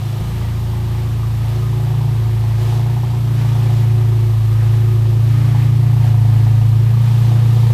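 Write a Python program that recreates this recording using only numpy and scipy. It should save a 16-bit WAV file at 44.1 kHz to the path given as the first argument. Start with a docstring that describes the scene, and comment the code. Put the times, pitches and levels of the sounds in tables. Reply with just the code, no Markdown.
"""Car idling in a garage

A four-cylinder car idles while it backs slowly closer between hard walls. The exhaust booms on
multiples of the firing rate, and each firing knocks in the engine block. Valves rattle; intake, belt
and fan add a hiss that swells now and then, over a low rumble. Just after the start the sound jumps
abruptly, with a dull thump, to a fuller low note. Two short moans come near the end."""
import sys
import numpy as np
from scipy import signal
from scipy.fft import rfft, irfft, next_fast_len
from scipy.io import wavfile

SR = 44100
rng = np.random.default_rng(int(sys.argv[2]) if len(sys.argv) > 2 else 0)


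def unload_audio(sound):
    """Save the sound as a 16-bit wav file, at the path given as the first command line argument."""
    columns = np.transpose(np.atleast_2d(sound))
    # keep every value between -1 and 1, then stretch to whole-number steps
    steps = np.round(np.clip(columns, -1, 1) * 32767)
    wavfile.write(sys.argv[1], SR, steps.astype(np.int16))


N = 340893

JUMP_S = 0.21   # until here the beat is slower and the low tones are thin
KNOCK_CYCLES = 0.43   # place of the knock in a firing period
MAIN_ORDERS, MUFFLER_ORDER = (3, 4, 5, 7, 10), 4   # multiples of the firing rate
# exhaust tones as the car moves through standing waves: t/s, then level/dB per main order
MAIN_LEVELS = [(0.3, -33, -22, -26.5, -34, -53), (0.4, -24.5, -20, -30.5, -35.5, -44.5),
               (1.3, -27.5, -17, -27.5, -39.5, -45.5), (2.1, -38, -15.5, -18.5, -51, -43.5),
               (2.2, -29, -14.5, -29.5, -43, -48), (2.8, -33, -14, -23, -41, -45),
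               (3.1, -28, -16, -27.5, -40, -41), (3.4, -37, -14, -20.5, -38.5, -38.5),
               (3.9, -31, -11.5, -22, -38.5, -39.5), (4.4, -37, -12.5, -28.5, -46, -48),
               (4.7, -33, -11, -23.5, -44, -42.5), (5.1, -33, -12, -25, -37, -45),
               (5.3, -28, -11, -20.5, -51, -37.5), (5.4, -26.5, -12, -18.5, -37.5, -34.5),
               (6.1, -25.5, -11, -18.5, -40, -42), (6.3, -32, -10, -19, -37, -38),
               (6.8, -33, -10.5, -20, -42, -42), (6.9, -33, -11, -21.5, -33.5, -56),
               (7.65, -30, -10, -21.5, -33.5, -49)]


def from_db(db):
    """Decibels to gain."""
    return 10 ** (np.asarray(db) / 20)


def rms_one(x):
    """Scale to rms 1."""
    return x / np.sqrt(np.mean(x ** 2) + 1e-20)


def in_time(rows):
    """One curve per column after t/s, sample by sample."""
    times_s, *columns = np.transpose(rows)
    return [np.interp(np.arange(N) / SR, times_s, column) for column in columns]


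def swell(start_s, length_s, edge_s):
    """Trapezoid from 0 to 1 and back."""
    corners_s = start_s - edge_s / 2 + np.array([0, edge_s, length_s, length_s + edge_s])
    return np.interp(np.arange(N) / SR, corners_s, (0, 1, 1, 0))


def drift(rate_hz):
    """Slow random curve, rms 1."""
    hop, settle = 40, 2000
    pole = np.exp(-2 * np.pi * rate_hz * hop / SR)
    white = rng.standard_normal(N // hop + settle + 2)
    slow = signal.lfilter([1], [1, -2 * pole, pole ** 2], white)[settle:]
    return np.interp(np.arange(N) / hop, np.arange(len(slow)), rms_one(slow))


def ring(x, hz, t60_s):
    """Resonator: a unit click starts a decaying sine of height 1."""
    radius, angle = from_db(-60 / (t60_s * SR)), 2 * np.pi * hz / SR
    return signal.lfilter([0, np.sin(angle)], [1, -2 * radius * np.cos(angle), radius ** 2], x + 1e-18)


def coloured(spectrum):
    """Noise of rms 1, shaped by rows of f/Hz, level/dB."""
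    hz, db = np.transpose(spectrum)
    size = next_fast_len(N)
    bins_hz = np.arange(1, size // 2 + 2) * SR / size
    gain = from_db(np.interp(np.log(bins_hz), np.log(hz), db, left=-80, right=-80))
    return rms_one(irfft(rfft(rng.standard_normal(size)) * gain, size)[:N])


def throb(cycles, decay, at_cycles=KNOCK_CYCLES):
    """Gain that jumps to 1 once a cycle, then decays."""
    return np.exp(-decay * ((cycles - at_cycles) % 1))


def nearness_db():
    """Level of the muffler boom about its mean; grows as the car nears."""
    boom_db = in_time(MAIN_LEVELS)[MAIN_ORDERS.index(MUFFLER_ORDER)]
    return boom_db - boom_db.mean()


def exhaust(firings, near_db, thin_db):
    """Tones locked to the firings, loudest on the muffler resonance."""
    # weak tones, half orders from uneven cylinders: order, level/dB
    weak_orders = [(1.5, -54), (3.5, -51), (4.5, -41), (8.0, -48), (9.0, -57), (11.0, -52.5), (12.0, -51.5),
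                   (12.5, -51.5)]
    pulse_cycles = -0.385
    lag_cycles = np.linspace(0.21, 0.02, N)   # off-resonance tones lag less as the car nears
    tones = np.zeros(N)
    for order, db in zip(MAIN_ORDERS, in_time(MAIN_LEVELS)):
        offset = order - MUFFLER_ORDER
        thin_share = 1.5 if offset < 0 else -0.15 if offset < 2 else 0.4
        cycles = order * firings - offset * pulse_cycles - lag_cycles * (offset != 0)
        tones += from_db(db + thin_share * thin_db) * np.cos(2 * np.pi * cycles)
    for order, db in weak_orders:
        gain = from_db(db + 0.067 * near_db + 2 * drift(2.1))
        tones += gain * np.cos(2 * np.pi * (order * firings + rng.random()))
    sixth_db = -41 - 0.66 * near_db + thin_db / 2 + 2 * drift(1.5)
    tones += from_db(sixth_db) * np.cos(2 * np.pi * 6 * firings)
    return np.sqrt(2) * tones


def rocking(firing_hz, firings, near_db, thin_db):
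    """The engine rocks on its mounts once per firing; orders 1 and 2 weaken as the idle rises."""
    excess_hz = firing_hz - firing_hz.mean()
    swing_rad = 2 * np.pi * (firings - 0.27)
    first_db = -42 - 3.5 * excess_hz + 0.3 * thin_db
    second_db = -29.5 - 2.5 * excess_hz + 0.86 * thin_db - 0.32 * near_db
    return np.sqrt(2) * (from_db(first_db) * np.sin(swing_rad) - from_db(second_db) * np.sin(2 * swing_rad))


def tail_pipe(firing_hz, firings):
    """Pipe resonance, driven by gas puffs and by one order drifting through it."""
    hum_levels = [(0.0, -47), (0.04, -43.5), (1.21, -43), (1.36, -52), (1.55, -37.5), (2.49, -40.5),
                  (2.51, -46), (2.68, -33.5), (2.79, -37), (3.49, -40.5), (4.2, -35.5), (4.39, -42),
                  (4.81, -37.5), (6.01, -42), (6.09, -39.5), (6.22, -49.5), (6.69, -50.5), (6.82, -37.5),
                  (7.07, -47), (7.65, -41)]   # pipe hum: t/s, level/dB
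    order, pipe_hz, width_hz, skirt_hz = 13, 363.2, 18.6, 8.1
    hum_db, = in_time(hum_levels)
    response = 1 / np.hypot(1, (order * firing_hz - pipe_hz) / skirt_hz)
    tone = np.sqrt(2) * response * np.cos(2 * np.pi * order * firings)
    puffs = rng.standard_normal(N) * throb(firings / 2, decay=0.74, at_cycles=0.12)   # one per crank turn
    gas = rms_one(ring(puffs, pipe_hz, t60_s=np.log(1000) / (np.pi * width_hz)))
    return from_db(hum_db + 1) * tone + from_db(hum_db - 4.5) * gas


def engine_block(firings):
    """Each firing knocks the block modes and shakes loose parts; the knocks echo in the garage."""
    modes = [(0, 486, 0.5, 0.1), (1, 734.5, 1, 0.11), (2, 834.4, -0.5, 0.14), (2, 914, 1.5, 0.082),
             (3, 1042, -5, 0.21), (3, 1154, -1.5, 0.15), (3, 1236, 1.5, 0.12)]   # part (sump, cover, wall, head = 0..3), f/Hz, level/dB, t60/s
    part_levels = [(0.05, -54, -48, -53), (0.34, -49, -50, -43), (0.39, -51, -48, -45.5),
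                   (1.4, -56, -52, -46), (1.51, -46, -48, -54), (1.83, -47, -54, -47),
                   (1.89, -49, -41, -43), (2.55, -55, -50, -44.5), (2.67, -53, -45.5, -39.5),
                   (4.94, -51, -49, -47), (6.34, -49, -42, -43.5), (6.72, -45, -48, -46),
                   (7.22, -46.5, -44, -42), (7.61, -40, -43.5, -48), (7.65, -32.5, -49, -41)]   # ringing parts: t/s, level/dB of sump, cover, wall
    hard_knocks = [(0.733, -28, 920), (0.948, -30, 930), (1.232, -28.5, 1130), (1.448, -28, 727),
                   (1.729, -29, 920), (1.764, -33, 902), (1.799, -29, 826), (1.871, -26, 750),
                   (2.01, -27, 920), (2.438, -28, 845), (2.509, -30, 926), (2.652, -29, 837),
                   (2.724, -25.5, 837), (2.795, -26, 830), (2.861, -27, 826), (2.965, -28, 832),
                   (3.033, -24.5, 900), (3.134, -27, 925), (3.448, -28, 826), (3.589, -27, 821),
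                   (3.694, -24, 721), (5.548, -23, 855), (6.045, -24.5, 730), (6.251, -26, 735),
                   (6.468, -25, 738), (6.613, -28, 724), (7.316, -23, 735), (7.631, -30, 915)]   # hardest firings: t/s, level/dB, strongest f/Hz
    cylinder_db = np.array([0.39, -1.2, -0.45, -2])
    hits = np.flatnonzero(np.diff(np.floor(firings - KNOCK_CYCLES))) + 1
    cylinder = np.floor(firings[hits] - KNOCK_CYCLES).astype(int) % len(cylinder_db)
    scatter = rng.standard_normal((len(hits), len(modes) + 1))
    force_db = 5.5 + cylinder_db[cylinder] + 1.2 * scatter[:, -1]
    sump_db, cover_db, wall_db = in_time(part_levels)
    parts_db = [db + 1.1 * drift(0.75) for db in (sump_db - 0.5, cover_db + 1.5, wall_db, -47)]
    shaking = throb(firings, decay=1.8)
    knocks, clatter = np.zeros(N), np.zeros(N)
    for k, (part, hz, db, t60_s) in enumerate(modes):
        mode_db = parts_db[part] + db
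        clicks = np.zeros(N)
        clicks[hits] = from_db(mode_db[hits] + force_db + 2.5 * scatter[:, k])
        for at_s, hard_db, strongest_hz in hard_knocks:
            clicks[hits[np.argmin(np.abs(hits - at_s * SR))]] = 0   # replaces the nearest soft knock
            octaves = abs(np.log2(hz / strongest_hz))
            clicks[round(at_s * SR)] = from_db(hard_db - 1 - 32.6 * octaves)
        polarity = -1 if part == 3 else 1
        knocks += polarity * ring(clicks, hz, 0.81 * t60_s)   # dies sooner than the clatter
        clatter += from_db(mode_db - 9.5) * rms_one(ring(rng.standard_normal(N) * shaking, hz, t60_s))
    contact = np.hanning(round(0.00072 * SR))
    knocks = np.convolve(knocks, contact / contact.sum())[:N]
    return knocks + garage_echo(knocks) + clatter


def garage_echo(x, t60_s=0.52, gap_s=0.008, level_db=-11.5):
    """Diffuse echo off hard walls: decaying noise after a short gap."""
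    t = np.arange(int(0.6 * SR)) / SR
    tail = rng.standard_normal(len(t)) * from_db(-60 * t / t60_s) * (t > gap_s)
    return from_db(level_db) * signal.fftconvolve(x, tail / np.linalg.norm(tail))[:N]


def valve_rattle(firings, surge_db):
    """Mid-band valve-train noise, pulsing faintly with the firings."""
    spectrum = [(250, -26), (420, -1.5), (660, 0), (844, -1), (1040, -3.5), (1240, -4), (1380, -9),
                (1500, -21.5), (1950, -26), (3300, -120)]   # valve train: f/Hz, level/dB
    return from_db(-41.5 + 1.08 * surge_db) * rms_one(coloured(spectrum) * throb(firings, decay=0.073))


def air_flow(firings, near_db, surge_db, rush_surge_db):
    """Intake and fan air: a lower rush and a bright hiss, pulsing with the firings."""
    rush_spectrum = [(820, -35), (1400, -1), (1720, 2.5), (2500, -2), (3250, -24), (5500, -120)]   # lower rush: f/Hz, level/dB
    hiss_spectrum = [(1590, -19), (2700, -1.5), (2910, -0.5), (3580, -1.5), (4420, -4.5), (11000, -16.5),
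                     (14300, -45), (22000, -120)]   # bright hiss: f/Hz, level/dB
    rush_db = -45.5 + 0.19 * near_db + rush_surge_db + 1.1 * drift(4.4)
    rush = rms_one(coloured(rush_spectrum) * throb(firings, decay=0.15))
    hiss_db = -44 + surge_db + 0.21 * drift(5.3)
    hiss = rms_one(coloured(hiss_spectrum) * throb(firings, decay=0.1106))
    return from_db(rush_db) * rush + from_db(hiss_db) * hiss


def belt(firings, surge_db):
    """High belt hiss, peaking just after each knock."""
    spectrum = [(5000, -33), (8000, -1.5), (10000, -5.5), (12500, 2.5), (15000, -4)]   # f/Hz, level/dB
    level_db = -50 + 0.44 * surge_db + 0.5 * drift(12)
    pulsing = throb(firings, decay=0.2247, at_cycles=KNOCK_CYCLES + 0.06)
    return from_db(level_db) * rms_one(coloured(spectrum) * pulsing)


def thump(pulse_s=0.0055):
    """Short low thump at the abrupt jump in the sound."""
    pulse, drive = np.hanning(round(pulse_s * SR)), np.zeros(N)
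    drive[round(JUMP_S * SR):][:len(pulse)] = from_db(-19) * pulse / pulse.sum()
    return ring(drive, hz=160, t60_s=0.08)


def moans(sag_hz_per_s=30):
    """Short tones that swell, sink in pitch and fade."""
    events = [(7.2, 0.26, 326, -37.5), (7.42, .18, 294, -37.5)]   # low moans: t/s, length/s, starting f/Hz, level/dB
    out = np.zeros(N)
    for start_s, length_s, hz, db in events:
        t = np.arange(round(length_s * SR)) / SR
        envelope = np.sqrt(2) * from_db(db) * np.sin(np.pi * t / length_s)
        cycles = (hz - sag_hz_per_s * t / 2) * t
        out[round(start_s * SR):][:len(t)] += envelope * np.sin(2 * np.pi * cycles)
    return out


def rumble(near_db):
    """Low, wavering noise that grows as the car nears."""
    spectrum = [(20, -19), (60, -4), (130, -3), (230, -8.5), (300, -9.5), (450, -13), (700, -32)]   # rumble: f/Hz, level/dB
    return from_db(-38.5 + 0.46 * near_db + 1.8 * drift(3.6)) * coloured(spectrum)


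def scene():
    """Mono mix; one firing count paces all engine parts."""
    idle = [(0.0, 28.1), (1.2, 28.16), (1.37, 27.89), (1.97, 28.63), (2.23, 28.05), (2.57, 27.71),
            (3.0, 29.58), (3.34, 28.68), (4.08, 28.09), (4.46, 27.42), (4.77, 27.92), (5.11, 27.83),
            (5.4, 28.59), (5.94, 28.9), (6.2, 27.62), (6.74, 27.62), (7.0, 28.9), (7.26, 28.69),
            (7.73, 28.73)]   # firing rate: t/s, f/Hz
    surges = [(0, 0.49, 1.5, 0), (1.446, 0.16, 2, 2), (2.58, 0.23, 4, 2), (3.368, 0.46, 3, 2.5),
              (4.56, 0.25, 0.8, 3), (5.268, 0.4, 2, 3), (6.038, 0.065, 3.5, 6), (6.262, .24, 1.2, 1.5),
              (7.023, .8, 3, 1.5)]   # air-flow surges: t/s, length/s, hiss gain/dB, rush gain/dB
    before_jump = np.arange(N) < JUMP_S * SR
    firing_hz = in_time(idle)[0] - 0.8 * before_jump
    firings = np.cumsum(firing_hz) / SR + np.where(before_jump, 0.03, -0.02)
    thin_db = -15 * swell(-1, 1 + JUMP_S, edge_s=0.02)
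    near_db = nearness_db()
    surge_db, rush_surge_db = np.zeros(N), np.zeros(N)
    for start_s, length_s, hiss_db, rush_db in surges:
        shape = swell(start_s, length_s, edge_s=0.07)
        surge_db += hiss_db * shape
        rush_surge_db += rush_db * shape
    noise = valve_rattle(firings, surge_db) + air_flow(firings, near_db, surge_db, rush_surge_db)
    noise += belt(firings, surge_db) + rumble(near_db)
    engine = exhaust(firings, near_db, thin_db) + rocking(firing_hz, firings, near_db, thin_db)
    engine += tail_pipe(firing_hz, firings) + engine_block(firings)
    return (engine + noise + thump() + moans())[None]


def record(dry):
    """Steep low-pass at 15 kHz."""
    return signal.sosfilt(signal.ellip(14, 0.3, 80, 15010, fs=SR, output="sos"), dry)


dry = scene()
out = record(dry)
unload_audio(out)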